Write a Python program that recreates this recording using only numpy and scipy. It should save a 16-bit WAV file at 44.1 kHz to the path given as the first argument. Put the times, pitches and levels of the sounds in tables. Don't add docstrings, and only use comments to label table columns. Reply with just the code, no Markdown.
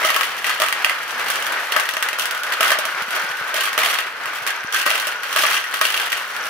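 import sys
import numpy as np
from scipy import signal
from scipy.fft import rfft, irfft, next_fast_len
from scipy.io import wavfile
from scipy.ndimage import map_coordinates

SR = 44100
rng = np.random.default_rng(int(sys.argv[2]) if len(sys.argv) > 2 else 0)


def waveform_to_disk(signal):
    frames = np.transpose(np.atleast_2d(signal))
    scaled = np.clip(frames, -1, 1) * 32767
    samples = np.round(scaled).astype(np.int16)
    wavfile.write(sys.argv[1], SR, samples)


N = 286209

# (f/Hz, relative level/dB, time to fall 60 dB/s)
BOWL_MODES = [(345, -21, 0.07), (470, -16, 0.053), (842, -19, 0.06), (1126, -8, 0.098), (1243, 0, 0.048),
              (1324, -14, 0.1), (1580, -4.5, 0.081), (1689, -1, 0.034), (1887, -2, 0.055),
              (2050, -1, 0.026), (2440, 5.5, 0.012), (2735, 5, 0.016), (3217, -1.5, 0.025),
              (3630, -12, .025), (4300, 0, 0.016), (4540, -6, 0.016)]
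# (f/Hz, width/Hz, relative level/dB)
POST_MODES = [(630, 136, 2.5), (1270, 53, 10.5), (2017, 160, 8.5), (2400, 260, -6), (2640, 280, -7.5),
              (3300, 310, -8.5)]
# (f/Hz, relative level/dB)
GLASS_COLOUR = [(1500, -18.5), (3000, -1.5), (4200, -11), (5000, -11.5), (5800, -11.5), (7800, -16.5),
                (9300, -13), (14000, -15), (16000, -16.5)]


def amp(db):
    return 10 ** (np.asarray(db) / 20)


def unit(x):
    return x / np.sqrt(np.mean(x ** 2) + 1e-20)


def along(points, hz):
    f, value = np.transpose(points)
    return np.interp(np.log(hz + 1), np.log(f + 1), value)


def wobble(rate):
    knots = rng.standard_normal(int(N * rate / SR) + 4)
    return map_coordinates(knots, [np.arange(N) * rate / SR])


def filtered(x, response):
    size = next_fast_len(N + SR // 2)
    hz = np.fft.rfftfreq(size, 1 / SR)
    return irfft(rfft(x, size) * response(hz), size)[..., :N]


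def resonance(hz, width):
    return lambda f: 1j * f * width / (hz * hz - f * f + 1j * f * width)


def spread(pair):
    # (f/Hz, left-right likeness: 0 unrelated, 1 the same, for two unrelated equally loud parts)
    likeness = [(60, 0.22), (300, 0.96), (700, 0.89), (1400, 0.71), (2800, 0.49), (5000, 0.072),
                (12000, 0.063)]

    def shares(hz):
        turn = np.arccos(np.clip(along(likeness, hz), -1, 1)) / 2
        return np.array([np.cos(turn), np.sin(turn)])

    mid, side = filtered(pair, shares)
    return np.array([mid + side, mid - side])


def chatter(rate, scatter_db, t60):
    hits = rng.random(N) < rate / SR
    starts = hits * amp(scatter_db * rng.standard_normal(N))
    gate = signal.lfilter([1], [1, -amp(-60 / (t60 * SR))], starts)
    return unit(gate * rng.standard_normal((2, N)))


def rumble():
    # (f/Hz, relative level/dB)
    rumble_colour = [(12, -34), (20, -6), (54, -3), (118, -3.5), (300, 3), (390, -34), (660, -120)]
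    bass = unit(filtered(rng.standard_normal((2, N)), lambda hz: amp(along(rumble_colour, hz))))
    return amp(-61.5) * amp(4.5 * wobble(2.28)) * bass


def room(x):
    # (f/Hz, time to fall 60 dB/s)
    fade_times = [(400, 0.093), (3000, 0.43), (12000, 0.13)]
    hz, t, noise = signal.stft(rng.standard_normal((2, SR // 3)), SR, nperseg=256)
    fade = amp(-60 * t / along(fade_times, hz)[:, None])
    tail = signal.istft(noise * fade, SR, nperseg=256)[1]
    late = np.pad(x, ((0, 0), (200, 0)))
    return signal.fftconvolve(late, tail / np.linalg.norm(tail[0]), axes=1)[:, :N]


def bumps():
    # (t/s, relative level/dB, f/Hz, half length/s)
    pushes = [(2.95, -50, 171, .008), (3.022, -35.5, 200, 0.0028), (3.085, -41, 220.7, 0.005),
              (3.243, -42, 191, 0.0074), (3.305, -46, 150, .008), (3.415, -40, 149.5, 0.0045),
              (4.265, -51, 130, 0.0081), (4.422, -44.5, 131, 0.0071), (4.648, -24, 201, 0.0011),
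              (6.15, -53, 90, .012)]
    now = np.arange(N) / SR
    total = np.zeros(N)
    for s, db, hz, half in pushes:
        swell = np.exp(-((now - s) / half) ** 2)
        total += amp(db) * swell * np.sin(2 * np.pi * hz * (now - s))
    return total


def motion():
    # (t/s, rolling level/dB, rattle level/dB)
    calm_path = [(0, -19.5, -38), (.3, -26, -34), (.8, -23.5, -40.5), (1.0, -25.5, -37), (1.3, -23.5, -32),
                 (1.9, -24, -41.5), (2.4, -25.5, -43), (2.7, -22.5, -44.5), (3.2, -24, -38.5),
                 (3.5, -26, -36.5), (4.1, -26.5, -45.5), (4.4, -26, -34.5), (4.65, -27.5, -61),
                 (5.05, -27, -33), (5.2, -27, -44), (5.7, -27.5, -39), (6.05, -27.5, -37),
                 (6.49, -27.5, -37)]
    # (start t/s, length/s, clatter level/dB, rattle level/dB, tumbling level/dB)
    spills = [(0, 0.26, -23, -29, -23), (0.444, 0.097, -19, -29.5, -31), (0.605, 0.073, -23, -42, -25),
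              (0.84, .07, -27, -46, -27), (1.256, 0.083, -25, -31, -38), (1.713, 0.063, -24, -43, -34),
              (1.759, 0.093, -28, -27, -25.5), (2.189, .05, -29, -28, -44),
              (2.518, 0.027, -18.5, -29.5, -29), (2.604, 0.15, -17.5, -24.5, -23),
              (3.12, 0.096, -21.5, -28.5, -37), (3.549, 0.14, -19, -26.5, -37),
              (3.776, 0.24, -15, -23.5, -28), (4.465, 0.031, -18, -44, -48),
              (4.734, 0.096, -17, -24.5, -50), (4.854, 0.27, -20, -26.5, -31), (5.228, 0.17, -23, -32, -52),
              (5.366, 0.21, -13.5, -21, -33), (5.722, 0.073, -21, -26.5, -52),
              (5.812, 0.28, -18.5, -27, -33.5), (6.116, 0.047, -20.5, -34, -48)]
    # (clatter, rattle, tumbling), each in dB/s
    sag = [26.5, 26, 42]
    # (clatter/dB, tumbling/dB)
    calm_levels = [-33, -47]
    rise_s, fall_s = 0.0055, 0.016
    calm_swing_db, spill_roll_db = 1, -7.5

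    now = np.arange(N) / SR
    s, roll_db, tick_db = np.transpose(calm_path)
    calm_db = np.array([np.full(N, calm_levels[0]), np.interp(now, s, tick_db), np.full(N, calm_levels[1])])
    swing = calm_swing_db * np.array([wobble(6), wobble(8), wobble(4.88)])
    calm_power = amp(calm_db + swing) ** 2
    spill_power = np.zeros((3, N))
    for start, length, *dbs in spills:
        at = slice(round(start * SR), round((start + length) * SR) + SR // 5)
        t = np.clip(now[at] - start, 0, None)
        rise = np.clip(t / rise_s, 0, 1)
        fall = np.exp(-np.clip(t - length, 0, None) / fall_s)
        level = amp(np.array(dbs)[:, None] - np.outer(sag, t))
        spill_power[:, at] += (rise * fall * level) ** 2
    tap, tick, tumble = np.sqrt(calm_power + spill_power)
    roll_power = amp(np.interp(now, s, roll_db)) ** 2 + amp(spill_roll_db) ** 2 * spill_power[0]
    return np.sqrt(roll_power), tick, tumble, tap


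def neck():
    # (t/s, hollow note f/Hz, hollow relative level/dB, whirr relative level/dB)
    neck_path = [(0, 1377, -30, -38), (.7, 1440, -40, -46), (1.0, 1480, -36, -45), (1.15, 1500, -37, -34),
                 (1.5, 1544, -21, -41), (1.799, 1450, -38, -38), (2.259, 1427, -21.5, -41),
                 (2.7, 1528, -23, -47), (3.13, 1440, -23.5, -38), (3.56, 1562, -21, -38),
                 (4.0, 1436, -32, -51), (4.74, 1572, -23, -33), (5.061, 1492, -21, -49),
                 (5.44, 1373, -33, -24), (5.7, 1495, -24, -37), (6.1, 1518, -28, -49),
                 (6.49, 1379, -23, -30)]
    s, hz, hollow_db, whirr_db = np.transpose(neck_path)
    now = np.arange(N) / SR
    turn = 2 * np.pi * np.cumsum(np.interp(now, s, hz)) / SR
    a, b = filtered(rng.standard_normal((2, 2, N)), lambda f: 1 / (1 + (f / 70) ** 2))
    fuzzy_note = unit(a * np.cos(turn) + b * np.sin(turn))
    glassy = unit(filtered(chatter(500, 9.7, 0.0086), lambda f: resonance(5800, 900)(f) ** 2))
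    hollow = amp(np.interp(now, s, hollow_db) - 9.5) * fuzzy_note
    whirr = amp(np.interp(now, s, whirr_db) - 9.5) * glassy
    return hollow + whirr


def rolling(gain):
    # (f/Hz, relative level/dB)
    roll_colour = [(88, -61), (150, -35), (504, -11), (730, -9), (1560, 0.5), (1790, -2), (2920, -10.5),
                   (3920, -17), (4580, -17.5), (7470, -30), (13400, -29.5), (16000, -43)]
    grain = rng.standard_normal((2, N)) + .5 * chatter(400, 4.1, 0.023)
    rush = unit(filtered(grain, lambda hz: amp(along(roll_colour, hz))))
    unsteady = amp(-1.5 + 1.5 * wobble(14) + 0.67 * wobble(40))
    return gain * unsteady * rush


def rattle(gain):
    ticks = filtered(chatter(250, 3.8, 0.034), lambda hz: amp(along(GLASS_COLOUR, hz)))
    return gain * amp(-0.5) * unit(ticks)


def tumbling(gain):
    def column(f):
        return sum((-1) ** k * amp(db) * resonance(hz, width)(f)
                   for k, (hz, width, db) in enumerate(POST_MODES))

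    return gain * amp(2.0) * unit(filtered(chatter(200, 2.5, 0.01), column))


def clatter(gain):
    taps = gain * (rng.random(N) < 300 / SR) * amp(3.9 * rng.standard_normal(N))
    rings = np.zeros((2, N))
    for hz, db, t60 in BOWL_MODES:
        width = np.log(1000) / np.pi / t60
        hits = amp(db) / width * taps * rng.standard_normal((2, N))
        rings += filtered(hits, resonance(hz, width))
    return amp(-6.5) * np.sqrt(np.mean(gain ** 2)) * unit(rings)


def faint_blows():
    # (click/dB, then relative to it: low bowl knock/dB, post thud/dB, high bowl knock/dB; knock pitch f/Hz)
    typical = [-26.5, -4.5, -25, -10, 1550]
    scatter = [1.63, 3.3, 3.3, 7.6, 200]
    count = 50
    times = rng.uniform(0, N / SR, count)
    return np.column_stack([times, typical + scatter * rng.standard_normal((count, len(typical)))])


def blows():
    # (t/s, click relative level/dB, then added to it: low bowl knock/dB, post thud/dB, high bowl knock/dB;
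    # knock pitch f/Hz)
    main_blows = [(.0273, -23, -2, -7, -7, 1110), (0.0487, -9, -3, -4.5, -12, 1280),
                  (.088, -15, -4, -21, 0, 2010), (0.1029, -10, 0.5, -21, 3, 1110),
                  (0.1445, -15, -13, -28, -0.5, 2540), (0.1628, -8.5, 0, -18, 2, 1130),
                  (.2098, -10.5, -1.5, -20, 5, 1130), (.2325, -13.5, -12, -30, -1, 2010),
                  (0.444, -14, -7, -23, 1, 1850), (.495, -13, -1, -26, -1, 1590),
                  (0.6, -11, -11, -6, -9, 1550), (0.6188, -8.5, -0.5, -9.5, 6.5, 1200),
                  (.636, -15.5, 0, -12, 4, 1240), (.6629, -17, -19, -15, -2, 2030),
                  (0.6854, -13.5, -1, -24, -3, 1120), (0.7256, -13, -4, -23, 1.5, 1960),
                  (.846, -9.5, 2.5, -33, 2, 2470), (0.8961, -15.5, -1, -20, 3, 2030),
                  (1.1077, -21, -14, -16, -14, 1780), (1.196, -19, -12, -26, -8, 1990),
                  (1.263, -26, -4, -26, -4, 1560), (1.3012, -10.5, -3, -26, -13, 1610),
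                  (1.357, -16, -4, -25, -7, 1410), (1.4243, -17, -11, -17, -11, 1480),
                  (1.4662, -14, -7, -22, -9, 1590), (1.522, -18, -16, -20, -11, 1670),
                  (1.722, -11.5, -9, -25, -1.5, 3100), (1.7636, -10, 7, -9.5, -3, 1960),
                  (1.7979, -12, -2, -15, 7, 1240), (1.8898, -12, -6, -34, -2, 1760),
                  (1.9102, -19, -8, -16, -12, 2780), (1.9372, -16.5, -4, -15, -3, 1626),
                  (1.9681, -17, 4, -7.5, 4, 2020), (2.0255, -8.5, -3.5, -33, -3.5, 1750),
                  (2.0868, -13.5, -8, -23, -1, 1910), (2.1301, -18, -10, -13, 0.5, 1876),
                  (2.187, -14.5, -4, -22, -14, 1290), (2.1958, -9.5, -14, -24, -15, 3430),
                  (2.2387, -21, -19, -23, -13, 1340), (2.2556, -11.5, -11, -34, -9, 1534),
                  (2.31, -14.5, -11, -19, -7, 1490), (2.3477, -19.5, -12, -14, -10, 1420),
                  (2.3768, -22.5, -12, -14, -10, 1390), (2.4337, -14.5, -11, -17, -23, 1640),
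                  (2.4663, -22, -15, -13, -6, 1330), (2.5223, -16, -1, -18, -0.5, 2080),
                  (2.5704, -27, 8, -14, 11, 1230), (2.607, -8.5, -2, -6, -7, 1240),
                  (2.6292, -8.5, -6, -17, -4, 1930), (2.6623, -20, -13, -19, -4, 2150),
                  (2.68, -11.5, -9, -25, -6, 1540), (2.704, -9.5, -1, -10.5, 2, 1900),
                  (2.7179, -8.5, 1, -11, -11, 1590), (2.7879, -10.5, -12, -7.5, -12, 1670),
                  (2.8531, -12.5, -13, -11.5, -15, 1310), (3.0213, -18, -13, -29, -16, 1600),
                  (3.1069, -17, -17, -22, -11, 1340), (3.1635, -16.5, -1, -10, -8, 1390),
                  (3.542, -11, -20, -9.5, -18, 1640), (3.5823, -20.5, -5, -5, 1, 1660),
                  (3.608, -11, -11, -25, -17, 1290), (3.6388, -19, -3, -19, -12, 1340),
                  (3.675, -21, 5, -22, -4, 1350), (3.7301, -16, -3, -21, -2, 1580),
                  (3.778, -9, -4, -11, 5, 1240), (3.789, -11, -4, -13, -4, 2000),
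                  (3.8601, -10.5, -12, -15, -4, 2820), (3.9056, -21, -6, -30, 5, 1380),
                  (3.9343, -23, -6, -23, -3, 1860), (3.9869, -15, 8, -25, 3.5, 2850),
                  (4.2567, -20.5, 1, -26, 4, 1300), (4.4656, -14, -1, -26, -3, 1680),
                  (4.4741, -11, -4, -25, 7, 860), (4.5048, -17.5, -6, -24, -1, 1610),
                  (4.725, -15, -5, -30, -11, 1280), (4.7443, -10.5, -1, -30, -12, 1700),
                  (4.8639, -11, 1.5, -10.5, 6, 1243), (4.876, -17, 1, -14, -3, 1240),
                  (4.9039, -11, -11, -14.5, -5, 2780), (4.913, -14, -6, -19, -1, 2700),
                  (4.9545, -16.5, -13, -22, 0, 2690), (4.999, -12.5, -14, -25, -15, 1630),
                  (5.0699, -12.5, -15, -11.5, -17, 1520), (5.233, -22, -1, -19, -13, 1710),
                  (5.3281, -14.5, -21, -31, -14, 1700), (5.3615, -8, -3, -11.5, -17, 1175),
                  (5.375, -15, -4, -11, -4, 1240), (5.436, -10.5, 0, -8, -5, 1200),
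                  (5.4653, -10.5, -2, -19, -1, 2060), (5.511, -15, -6, -23, -12, 1200),
                  (5.531, -20, -9, -20, 3, 2000), (5.567, -19.5, -11, -19, 2.5, 2700),
                  (5.6409, -22.5, 1, -23, 8, 1580), (5.7397, -15.5, 1, -29, 0, 1100),
                  (5.813, -6, -0.5, -12.5, 2, 1177), (5.8525, -9, -5, -21, -1, 2720),
                  (5.903, -13.5, -14, -26, -1.5, 2950), (5.9426, -13.5, -15, -28, 1.5, 3180),
                  (5.976, -14.5, -8, -23, 0, 2980), (5.999, -15.5, 0, -27, 1, 1620),
                  (6.1197, -12, -8, -25, -3, 1580), (6.128, -14, -12, -19, 2, 1916),
                  (6.3643, -19.5, 0, -27, -4, 2715), (6.4666, -20.5, -4, -14, -11, 1490)]
    detune = .015
    t = np.arange(SR // 12) / SR
    hz, level, t60 = np.transpose(BOWL_MODES)[..., None]
    per_mode = (2, len(BOWL_MODES), 1)
    contact = 1 - np.exp(-t / .0002)
    click_fade = amp(-60 * t / 0.014) + amp(-5 - 60 * t / 0.096)
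    clicks, knocks = np.zeros((2, 2, N + len(t)))
    for s, db, low_db, thud_db, high_db, pitch in [*main_blows, *faint_blows()]:
        at = slice(round(s * SR), round(s * SR) + len(t))
        sides = amp(rng.normal(0, 1.0) * np.array([[1], [-1]]))
        clicks[:, at] += sides * amp(db - 8.5) * click_fade * rng.standard_normal((2, len(t)))

        near_db = -12 * np.abs(np.log2(hz / pitch))
        knock_db = np.where(hz < 1780, low_db, high_db)
        strength = amp(level + near_db + knock_db + rng.normal(0, 1.2, per_mode) - 60 * t / t60)
        phase = rng.normal(0, 1, per_mode) * [[[.7]], [[3]]]
        mode_hz = hz * rng.normal(1, detune, hz.shape)
        ring = (strength * np.sin(2 * np.pi * mode_hz * t + phase)).sum(axis=1)

        note = 2 * np.pi * POST_MODES[0][0] * rng.normal(1, .02) * t
        thud = amp(thud_db - 60 * t / 0.08) * (np.sin(note) + amp(-6.0) * np.sin(2 * note))
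        thud_parts = [[1], [rng.normal(0, 0.33)]]
        knocks[:, at] += amp(db) * contact * (amp(-0.5) * ring + amp(1) * thud * thud_parts)

    def bright(f):
        return amp(along(GLASS_COLOUR, f) - along(GLASS_COLOUR, 12200))

    return filtered(clicks[:, :N], bright), knocks[:, :N]


def scene():
    roll, tick, tumble, tap = motion()
    clicks, knocks = blows()
    struck = clicks + spread(knocks + clatter(tap) + tumbling(tumble) + rattle(tick))
    struck = filtered(struck, lambda hz: (1j * hz / (260 + 1j * hz)) ** 2)
    steady = spread(rolling(roll) + neck() + rumble())
    return struck + amp(-7.5) * room(struck) + steady + bumps()


def record(dry):
    # (f/Hz, left-right level difference/dB)
    port_balance = [(60, 3), (150, 2), (380, 1.5), (950, 1), (2380, 2), (5980, -6), (15000, -2)]
    # (f/Hz, phase by which the left port leads/rad)
    left_lead = [(1200, 0.14), (1550, 1), (2100, 0.54), (5000, 0.7)]
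    # (f/Hz, level/dB)
    band_edge = [(15600, 0), (15950, -30), (16900, -40)]
    top_hz = 16974

    def port_response(hz):
        difference = np.log(amp(along(port_balance, hz))) + 1j * along(left_lead, hz)
        return np.exp(np.outer([.5, -.5], difference))

    ports = filtered(dry, port_response)
    rounded = ports / (1 + np.abs(ports) ** 12) ** (1 / 12)
    return filtered(rounded, lambda hz: amp(along(band_edge, hz)) * (hz < top_hz))


dry = scene()
out = record(dry)
waveform_to_disk(out)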